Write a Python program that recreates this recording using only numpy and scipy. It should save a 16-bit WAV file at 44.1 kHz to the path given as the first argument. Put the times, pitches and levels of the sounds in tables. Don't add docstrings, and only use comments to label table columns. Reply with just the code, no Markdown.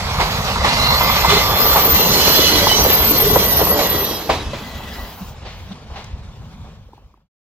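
import sys
import numpy as np
from scipy import signal
from scipy.fft import rfft, irfft
from scipy.io import wavfile
from scipy.ndimage import uniform_filter1d

SR = 44100
rng = np.random.default_rng(int(sys.argv[2]) if len(sys.argv) > 2 else 0)


def rack_gain(trim_db):
    fader = np.asarray(trim_db, float)
    return 10 ** (fader / 20)


def store_pcm(level_fs):
    pcm = np.round(np.clip(level_fs, -1, 1) * 32767).astype(np.int16)
    wavfile.write(sys.argv[1], SR, np.atleast_2d(pcm).T)


N = 334719
TIME = np.arange(N) / SR


def evened(x):
    return x / np.sqrt(np.mean(x ** 2) + 1e-20)


def curve(points, t):
    return np.interp(t, *np.transpose(points))


def read(points, hz):
    f, value = np.transpose(points)
    return np.interp(np.log(hz + 1), np.log(f + 1), value)


def add(mix, s, sound):
    part = mix[:, round(s * SR):][:, :sound.shape[1]]
    part += sound[:, :part.shape[1]]


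def wobble(count, per_s):
    span = max(int(SR / per_s), 1)
    smooth = uniform_filter1d(rng.standard_normal(count), span)
    return evened(uniform_filter1d(smooth, span))


def resonate(x, hz, width):
    turn = np.exp(2j * np.pi * np.cumsum(hz * np.ones(x.shape[1])) / SR)
    r = np.exp(-np.pi * width / SR)
    return 2 * (turn * signal.lfilter([1 - r], [1, -r], x / turn)).real


def doppler(t):
    speed_ms, track_m, abreast_s, sound_ms = 14.5, 15.7, 2.92, 343
    along = speed_ms * (t - abreast_s)
    return 1 - speed_ms / sound_ms * along / np.hypot(along, track_m)


def pop(s, db, hz, cycles, lead):
    t = np.arange(0, cycles / hz, 1 / SR)
    turn = 2 * np.pi * hz * t
    return s - lead, rack_gain(db) * np.array([np.sin(turn), np.cos(turn)]) * np.sin(np.pi * t / t[-1])


# f/Hz, level/dB per Hz
BLOW = [(59, -50), (100, -16), (161, -4.5), (229, -22), (408, -5), (534, -8), (1100, -5.5), (1380, -11.5),
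        (2000, -2), (2270, -3), (4130, -4.5), (7690, -21.5), (14000, -38)]


def knock(s, db, hz, bright_db, rise, air_db):
    t = np.arange(0, .4, 1 / SR)
    f = np.fft.rfftfreq(len(t), 1 / SR)
    white = rng.standard_normal((2, 2, len(t)))
    start = 1 - np.exp(-t / rise)
    t60 = .063 + .16 * rack_gain(min(bright_db, 4))

    blow = evened(resonate(white[0], hz, 550)) * start * rack_gain(-60 * t / t60)
    blow = resonate(blow, hz, 900)
    blow = blow / abs(blow).max(axis=1, keepdims=True)

    turn = 2 * np.pi * hz * t - np.array([[0], [np.pi / 2]])
    pulse = (t / .0036 * np.exp(1 - t / .0036)) ** 2
    hit = (.7 * np.sin(turn) + .3 * np.sin(1.3 * turn)) * pulse

    body_db = read(BLOW, f)
    treble_db = (bright_db - 6) * np.clip(np.log2(f / 1000 + 1e-3), 0, 1)
    distance_db = air_db * np.log2(np.maximum(f / 6500, 1))
    colour = rack_gain(body_db + treble_db + distance_db)
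    rattle = irfft(rfft(white[1]) * colour / np.sqrt(np.mean(rack_gain(2 * body_db))), len(t))
    rattle = rattle * start * rack_gain(-60 * t / (2.6 * t60))
    return s - .002, rack_gain(db) * (.9 * .0015 / rise * hit + .64 * blow + .43 * rattle)


# t/s, peak level/dB, pitch f/Hz, brightness level/dB
KNOCKS = [(0.187, -10.5, 910, -11.5), (0.2, -5.5, 910, -0.5), (0.559, -11, 960, -18),
          (0.579, -16, 950, -21), (0.6455, -5.5, 834, 1), (1.007, -6, 977, -6.5), (1.155, -16, 900, 7.5),
          (1.247, -6, 950, -22.5), (1.274, -17, 980, -21.5), (1.298, -6.5, 1147, 1),
          (1.696, -15, 1200, -13.5), (1.729, -13, 1090, -12), (1.759, -2.5, 894, -4),
          (2.202, -13.5, 990, -27), (2.279, -7.5, 395, -37.5), (2.388, -13, 400, -24.5),
          (2.669, -4.5, 836, -24), (2.712, -13, 860, -22), (2.849, -5.5, 614, -40), (2.899, -8, 400, -2),
          (3.001, -19.5, 1020, 5), (3.2, -11.5, 790, -26.5), (3.3, -13, 750, -26),
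          (3.359, -0.5, 504, -37.5), (3.592, -7, 640, -28), (3.614, -3, 476, -18), (3.669, -10, 710, -29.5),
          (3.714, -9, 557, -26), (3.761, -11, 705, -25), (3.79, -4.5, 634, -5.5), (3.842, -14, 470, -24),
          (3.949, -10, 375, -22), (4.036, -15, 462, -22), (4.081, -18.5, 510, -25), (4.112, -16, 460, -23),
          (4.16, -24, 400, -25), (4.2935, -4.5, 740, -10), (4.299, -2.5, 616, -3.5), (4.533, -16, 570, -3),
          (4.803, -28.5, 781, -17)]
FAR_KNOCKS = [
    (5.42, -31.5, 416, -1),
    (5.45, -24.5, 596, 3),
    (5.705, -30, 681, -2),
    (5.9, -27.5, 780, -10.5),
    (5.935, -28, 770, -1.5),
    (5.957, -23, 776, 1),
    (6.643, -34, 719, -6),
]
# t/s, peak level/dB, f/Hz
REBOUNDS = [(.1965, -12, 1000), (.2015, -9.5, 900), (.216, -11, 1100), (.6445, -5, 850),
            (.649, -10.5, 1100), (.668, -11, 750), (1.2462, -8.5, 1050), (1.249, -3.5, 900),
            (1.0978, -6.5, 1050), (1.156, -9.5, 1050), (1.165, -8.5, 860), (2.387, -9.5, 424),
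            (2.671, -10.5, 1190), (2.849, -12, 955), (3.003, -14, 940), (1.315, -11, 1100),
            (1.323, -9.5, 800), (2.674, -13, 800), (2.714, -7.5, 850), (2.862, -8.5, 500),
            (3.365, -9.5, 480), (3.604, -11.5, 800), (3.626, -13.5, 600), (4.2985, -4.5, 1050),
            (4.3015, -9, 650), (4.3085, -16, 850), (5.959, -30, 750), (5.968, -30, 900), (6.646, -43, 720)]


def joint_knocks(mix):
    for row in KNOCKS:
        add(mix, *knock(*row, rise=.002, air_db=0))
    for row in FAR_KNOCKS:
        add(mix, *knock(*row, rise=.006, air_db=-14))
    for row in REBOUNDS:
        add(mix, *pop(*row, cycles=4, lead=0))


def squeal(rows, ratio, width, flutter_db, lift_db, held=0, slips=()):
    s, db = np.transpose(rows)
    t = np.arange(s[0], s[-1], 1 / SR)
    hz = ratio * 13395 * doppler(t)
    fuzz = resonate(resonate(rng.standard_normal((2, len(t))), hz, width), hz, width)
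    jittered = [hz + 22 * wobble(len(t), 90) for path in range(2)]
    locked = np.sin(2 * np.pi * np.cumsum(jittered, axis=1) / SR)
    slip_db = sum(depth * np.exp(-((t - at) / span) ** 2) for at, span, depth in slips)
    level = rack_gain(np.interp(t, s, db) + slip_db + lift_db + flutter_db * wobble(len(t), 66))
    tone = evened(evened(fuzz) + held * 2 * locked)
    return s[0], tone * level * signal.windows.tukey(len(t), .05)


# t/s, squeal level/dB
GRIP = [(.75, -51), (1.03, -30.5), (1.25, -34), (1.54, -29.5), (1.59, -21), (1.94, -19.5), (2.2, -24),
        (2.3, -21.5), (2.35, -17), (2.45, -29.5), (2.75, -28), (2.84, -21), (3.24, -18.5), (3.66, -21.5),
        (3.78, -24.5), (4.03, -24), (4.3, -48)]
# t/s, level/dB
SECOND_SQUEAL = [(1.98, -40), (2.2, -29), (2.45, -34), (2.6, -29), (2.7, -30), (2.73, -40)]
# t/s, length t/s, depth level/dB
SLIPS = [(1.10, .025, -14), (1.29, .05, -12), (1.39, .03, -10), (1.53, .05, -6), (2.12, .04, -8),
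         (2.23, .04, -14), (2.315, .02, -9), (2.65, .04, -9), (2.75, .03, -8), (3.77, .04, -5),
         (4.075, .02, -6)]


def flange_squeals(mix):
    add(mix, *squeal(GRIP, 1, width=45, flutter_db=2.2, lift_db=3, held=.9, slips=SLIPS))
    add(mix, *squeal(GRIP, 1, width=350, flutter_db=1.5, lift_db=-6.5))
    add(mix, *squeal(SECOND_SQUEAL, .9005, width=55, flutter_db=2.5, lift_db=3, held=.9))


def ring(s, length, hz, width, db, singing=0):
    t = s + np.arange(0, length, 1 / SR)
    drift = 1 + .0015 * wobble(len(t), 12)
    hz = hz * doppler(t) / doppler(t).mean() * drift
    tone = resonate(resonate(rng.standard_normal((2, len(t))), hz, width), hz, 4 * width)
    lag = np.array([[0], [.25]])
    steady = np.sin(2 * np.pi * (np.cumsum(hz) / SR + rng.random() - lag))
    tone = evened(evened(tone) + singing * 2 * steady)
    return s, rack_gain(db + 1.7 * wobble(len(t), 25)) * tone * signal.windows.tukey(len(t), .6)


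# t/s, length t/s, f/Hz, level/dB
LEAD_RINGS = [(.5, .85, 2058, -27), (1.24, .24, 2060, -24), (1.45, .35, 4200, -30), (1.85, .3, 4110, -30),
              (.45, 1.8, 1175, -29), (.62, .36, 2800, -31), (.76, .2, 4000, -25), (.76, .28, 4220, -23),
              (.95, .6, 4230, -32), (.9, .45, 5150, -35), (.9, .35, 5700, -38), (1.3, .09, 410, -19),
              (1.15, .75, 3470, -30), (1.25, .2, 3490, -26), (1.15, .7, 5170, -32), (1.25, .22, 6260, -33),
              (1.85, .25, 2050, -33)]
MIDDLE_RINGS = [(1.95, .4, 6190, -29), (2.05, .65, 2985, -24), (2.05, .3, 4230, -25),
                (2.28, .36, 4210, -24), (1.95, .8, 4030, -28), (2.28, .2, 3400, -27),
                (1.95, .14, 2760, -30), (2.05, .35, 5220, -28), (1.95, .9, 4990, -29),
                (2.15, .65, 3340, -26), (2.25, .5, 6010, -29), (2.66, .24, 5935, -24),
                (2.64, .2, 4000, -24), (2.74, .14, 5060, -30), (2.8, .3, 3980, -32), (2.3, .5, 1990, -32),
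                (2.3, 1.8, 1120, -38), (2.56, .12, 575, -26), (1.45, .6, 9000, -44), (2.0, .6, 9000, -43),
                (2.55, .35, 8150, -40), (2.675, .09, 3020, -18), (2.05, .6, 10400, -41)]
# t/s, length t/s, f/Hz, level/dB
TRAIL_RINGS = [(2.95, 1.4, 1950, -36), (3.18, .12, 420, -20), (3.28, .1, 410, -25), (3.25, .4, 6060, -37),
               (3.65, .25, 575, -29), (2.9, .65, 4000, -36), (3.7, .55, 3950, -39), (3.75, .6, 3290, -38),
               (4.3, .9, 3300, -50), (4.4, .75, 2020, -48), (4.1, .55, 2600, -44), (3.9, .3, 5900, -39),
               (3.85, .25, 400, -29), (4.45, .75, 1950, -46), (3.1, .6, 4960, -38), (3.15, .4, 3370, -36),
               (3.1, .7, 9300, -41), (3.2, .6, 8300, -42), (3.3, .5, 10300, -40), (4.85, .3, 5050, -53),
               (4.8, .35, 3950, -52),
               (3.77, .1, 3900, -32), (3.93, .14, 3960, -35), (4.13, .08, 3880, -37),
                 (3.7, .4, 4090, -39), (4.05, .17, 5100, -40), (4.0, .2, 5500, -41), (4.3, .15, 3900, -40),
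                 (4.45, .28, 4820, -48), (4.4, .8, 3980, -52), (4.45, .7, 3000, -54), (4.6, .6, 2600, -54),
                 (3.3, .5, 8800, -43), (3.75, .5, 9200, -45), (3.8, .45, 8200, -44), (2.75, .3, 9100, -41),
                 (2.8, .4, 8000, -41), (3.0, .8, 12500, -38), (3.6, .6, 11600, -41)]
# t/s, length t/s, f/Hz, width f/Hz, level/dB
SCRAPES = [(.73, .3, 4190, 130, -23), (1.26, .17, 4110, 140, -21), (2.05, .64, 4170, 150, -24),
           (5.712, .025, 3600, 700, -42), (4.85, .55, 15000, 500, -49), (1.26, .18, 3000, 1500, -20),
           (2.02, .14, 15200, 500, -33), (2.3, .2, 15100, 500, -35), (2.64, .1, 15100, 500, -34),
           (2.8, .2, 15100, 500, -35), (3.38, .38, 15000, 500, -33), (1.765, .04, 10000, 900, -29),
           (2.0, 1.0, 11600, 700, -36), (1.155, .03, 4000, 900, -24), (5.15, .2, 6000, 2500, -52),
           (6.042, .006, 5800, 1200, -42), (5.955, .05, 3200, 900, -43), (.205, .02, 2050, 200, -24)]


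def wheel_modes(mix):
    for s, length, hz, db in LEAD_RINGS + MIDDLE_RINGS + TRAIL_RINGS:
        add(mix, *ring(s, length, hz, 20 + .004 * hz, db, singing=.65))
    for row in SCRAPES:
        add(mix, *ring(*row))


def noise(spectra, stages, level, size, patchy_db, flicker_db):
    frames = 4 * N // size + 5
    hz = np.fft.rfftfreq(size, 1 / SR)
    a, b, c, d, patches = rng.standard_normal((frames, len(hz), 5)).T
    patches = evened(uniform_filter1d(uniform_filter1d(patches, 8, 0), 10, 1))
    flicker = evened(uniform_filter1d(rng.standard_normal(frames), 4))
    stage = curve(stages, np.arange(frames) * size / 4 / SR)
    colour = 0
    for k, spectrum in enumerate(spectra):
        share = np.clip(1 - abs(stage - k), 0, 1)
        colour = colour + np.outer(evened(rack_gain(read(spectrum, hz))), share)
    z = np.array([a + 1j * b, c + 1j * d]) * colour * rack_gain(patchy_db * patches + flicker_db * flicker)
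    sound = signal.istft(z, nperseg=size, noverlap=3 * size // 4)[1][:, :N]
    return evened(sound) * level


# t/s, stage (0 coming, 1 near, 2 far)
AWAY = [
    (.9, 0),
    (1.35, .2),
    (2.1, .75),
    (4.2, .79),
    (4.6, 2.1),
]
# t/s, level/dB against the closest moment
NEAR = [(0, -7), (.2, -5), (.63, -4.5), (.65, -1), (1.3, -0.5), (1.6, -1.5), (2.2, -1), (2.7, -2),
        (3.0, -2.5), (3.8, -3.5), (4.1, -8), (4.28, -13.5), (4.5, -16.5), (5.0, -16.5), (5.4, -24.5),
        (6.0, -25.5), (6.72, -29), (6.85, -36.5)]
# f/Hz, level/dB per Hz
ROAR = [
    [(120, -33), (200, 4), (274, -19.5), (339, -21), (444, -6.5), (958, -1.5), (1200, -2), (1700, -13.5), (2210, -46.5), (3740, -120)],
    [(120, -37), (200, -8), (264, -16.5), (428, -2), (517, -6.5), (565, -8), (1140, -11.5), (1700, -27), (2210, -45), (3740, -120)],
    [(120, -26.5), (200, -2), (327, -17), (402, -11.5), (876, -10.5), (1140, -11.5), (1470, -21), (1700, -22.5), (2210, -46.5), (3740, -120)],
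]
# f/Hz, level/dB per Hz
HISS = [
    [(820, -33), (1400, -19.5), (1830, -3), (2100, 0.5), (2600, -5), (4150, -1.5), (8300, -18.5), (8840, -26), (12000, -19), (15600, -50.5), (22000, -120)],
    [(820, -25), (1400, -5.5), (2440, -7), (3010, -0.5), (3700, -4), (4120, -1), (4670, -2), (6110, -4), (9000, -20), (10600, -13.5), (12000, -13), (15600, -32), (22000, -120)],
    [(820, -25), (1400, -4), (2250, -4.5), (3380, -3), (7060, -13), (8840, -22.5), (12000, -28), (15600, -62.5), (22000, -120)],
]


def rolling_noise():
    near = curve(NEAR, TIME)
    abreast_db = 4 * np.exp(-((TIME - 2.46) / .44) ** 2)
    roar_level = rack_gain(-19.5 + .98 * near)
    hiss_level = rack_gain(-19.5 + 1.145 * near + abreast_db)
    roar = noise(ROAR, AWAY, roar_level, size=1024, patchy_db=1.0, flicker_db=1.1)
    hiss = noise(HISS, AWAY, hiss_level, size=1024, patchy_db=2.2, flicker_db=1.3)
    return roar + hiss


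# f/Hz, level/dB per Hz
FLANGE = [
    [(6470, -36), (11000, -6), (13200, 1), (14200, -4), (15600, -12)],
    [(6470, -57), (11000, -27), (12100, -21), (12700, -10), (13400, 1), (14000, -6), (14700, -12), (15600, -32)],
    [(6470, -50), (11000, -17), (12000, -9), (12600, -7), (13150, 1), (13800, -5), (14400, -13), (15600, -20)],
    [ (6470, -36), (11000, -6), (13200, -2), (14000, -4), (14800, 0), (15600, -2)],
]
# t/s, stage (index of the spectrum)
GRIPPING = [
    (.7, 0),
    (1.1, 1),
    (2.3, 1),
    (3.0, 2),
    (4.2, 2),
    (4.6, 3),
]
# t/s, level/dB
EASING = [(2.4, 0), (2.9, -3), (3.3, -5), (4.2, -4)]
# t/s, length t/s, level/dB
SWELLS = [
    (-.1, 0.52, -44),
    (.15, 0.47, -38),
    (.4, 0.9, -49.5),
    (4.25, 0.15, -44),
    (4.5, 0.36, -44),
    (4.75, .6, -40),
    (5.45, 0.3, -57.5),
    (5.9, .2, -67.5),
    (6.3, 0.41, -71.5),
]


def flange_hiss():
    grip_db = np.interp(TIME, *np.transpose(GRIP), left=-99, right=-99)
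    level = uniform_filter1d(rack_gain(-4 + .69 * grip_db + curve(EASING, TIME)), 2000)
    for s, length, db in SWELLS:
        level = level + rack_gain(db) * np.sin(np.pi * np.clip((TIME - s) / length, 0, 1))
    level = level + rack_gain(-79)
    return noise(FLANGE, GRIPPING, level, size=512, patchy_db=1.5, flicker_db=.6)


# f/Hz, level/dB per Hz
RUMBLE = [
    [(15, -52.5), (25, -12.5), (54, 5.5), (73, 0.5), (169, -4), (273, -28), (300, -27), (390, -49.5), (660, -120)],
    [(15, -41), (25, -10.5), (64, 0.5), (98, -4.5), (177, -3), (262, -9), (300, 0.5), (390, -34), (660, -120)],
    [(15, -40), (25, -3.5), (47, -2), (64, 2), (139, -6.5), (194, -10), (300, -28.5), (390, -51), (660, -120)],
]
# t/s, level/dB
ENGINE = [(0, -25.5), (.7, -23), (3.1, -23), (3.6, -24.5), (4.2, -33), (4.45, -30), (5.2, -35), (6.65, -36),
          (6.9, -46.5)]


def engine_rumble():
    return noise(RUMBLE, AWAY, rack_gain(curve(ENGINE, TIME)), size=2048, patchy_db=2.5, flicker_db=1.0)


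# t/s, peak level/dB, f/Hz
JOLTS = [(0.235, -9, 50), (0.605, -9, 68.5), (.769, -12, 109), (1.562, -27, 68.9), (2.738, -17, 51),
         (3.011, -7, 67), (4.311, -11.5, 51), (4.471, -8.5, 61.3), (4.497, -12, 70), (4.992, -14, 63),
         (5.03, -13, 55), (5.43, -18, 90), (5.455, -20, 50), (5.919, -15, 69.7), (6.136, -10, 60.5),
         (6.621, -18.5, 75), (7.045, -24, 51.5)]
# t/s, peak level/dB, f/Hz
THUMPS = [
    (4.5, -30, 132),
    (5.208, -25.5, 189),
    (5.704, -27, 190),
]


def track_thumps(mix):
    for row in THUMPS:
        add(mix, *pop(*row, cycles=9, lead=.01))
    for s, db, hz in JOLTS:
        add(mix, *pop(s, db - 9.0, hz, cycles=1.8, lead=.013))


def tick(s, db):
    t = np.arange(0, .006, 1 / SR)
    return s, rack_gain(db - 60 * t / .005) * np.diff(rng.standard_normal((2, len(t) + 1)))


# t/s, peak level/dB, f/Hz
TAPS = [
    (6.887, -43, 533),
    (6.933, -34.5, 884),
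    (6.979, -37.5, 884),
    (7.02, -51, 519),
    (7.141, -35.5, 1080),
    (7.175, -41.5, 866),
]


def housing_taps(mix):
    for s, db, hz in TAPS:
        add(mix, *pop(s, db, hz, cycles=5.0, lead=.00086))
        add(mix, *tick(s, db - 17))
        add(mix, *pop(s, db - 7.5, 330, cycles=3.0, lead=.0012))


# t/s, lag/samples
LAG = [(0, 5), (.8, 7.5), (1.3, 5), (3.8, 4.5), (4.6, 0), (5.6, -3), (7.3, -4)]
# f/Hz, likeness (0 to 1)
SAME = [(30, .97), (300, .95), (1000, .86), (1500, .7), (2500, .45), (4000, .52), (6000, .42), (9000, .35),
        (12000, .15), (15000, .15)]
# f/Hz, level/dB
TILT = [(60, -0.5), (150, 0), (380, -0.5), (950, -2), (2380, -2), (5980, -4.5), (15000, 1)]
# t/s, share
SIDE_TURN = [
    (4.1, 1),
    (4.7, -.25),
]


def ports(paths):
    hz, t, (direct, scatter) = signal.stft(paths, SR, nperseg=512)
    same = np.clip(read(SAME, hz), 0, 1)[:, None]
    late = np.exp(-2j * np.pi * np.outer(hz, curve(LAG, t)) / SR)
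    tilt = rack_gain(np.outer(read(TILT, hz) / 2, curve(SIDE_TURN, t)))
    left = direct * late * tilt
    right = (same * direct + np.sqrt(1 - same ** 2) * scatter) / tilt
    return signal.istft(np.array([left, right]), SR, nperseg=512)[1][:, :N]


def treble_gated(x, under_db, band_db, whim_db, low_hz, quiet_db):
    hz, t, z = signal.stft([x[0] + x[1], x[0] - x[1]], SR, "cosine", nperseg=2048)
    power = abs(z) ** 2
    loudest = uniform_filter1d(power[:, hz > 11000], size=48, axis=1).max(axis=(0, 1))
    loudest = np.maximum(uniform_filter1d(loudest, size=5) - rack_gain(quiet_db) ** 2, 0)
    starts = np.arange(0, len(hz), 8)
    chance = uniform_filter1d(rng.standard_normal((len(t), len(starts))), size=5, axis=0)
    whim = rack_gain(2 * whim_db * evened(chance)).T
    bands = np.add.reduceat(power, starts, axis=1) / 8 * whim
    bands = np.repeat(bands, 8, axis=1)[:, :len(hz)]
    limit = loudest * np.clip(hz / low_hz - 1, 0, 1)[:, None] ** 4
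    keep = (power > limit * rack_gain(under_db) ** 2) & (bands > limit * rack_gain(band_db) ** 2)
    mid, side = signal.istft(z * keep, SR, "cosine", nperseg=2048)[1][:, :N]
    return np.array([mid + side, mid - side]) / 2


def scene():
    mix = rolling_noise() + flange_hiss() + engine_rumble()
    joint_knocks(mix)
    flange_squeals(mix)
    wheel_modes(mix)
    track_thumps(mix)
    housing_taps(mix)
    return ports(mix)


def band_limit(x):
    return signal.sosfilt(signal.butter(12, 15710, fs=SR, output="sos"), x)


def record(dry):
    cut = signal.sosfilt(signal.butter(2, 28, "high", fs=SR, output="sos"), dry)
    faded = cut * np.clip((7.285 - TIME) / .33, 0, 1)
    knee, ceiling = .62, .9
    room = ceiling - knee
    over = np.maximum(abs(faded) - knee, 0)
    limited = faded - np.sign(faded) * (over - room * np.tanh(over / room))
    finished = treble_gated(limited, under_db=-21, band_db=-19, whim_db=4.5, low_hz=4900, quiet_db=-78)
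    return band_limit(finished)


dry = scene()
out = record(dry)
store_pcm(out)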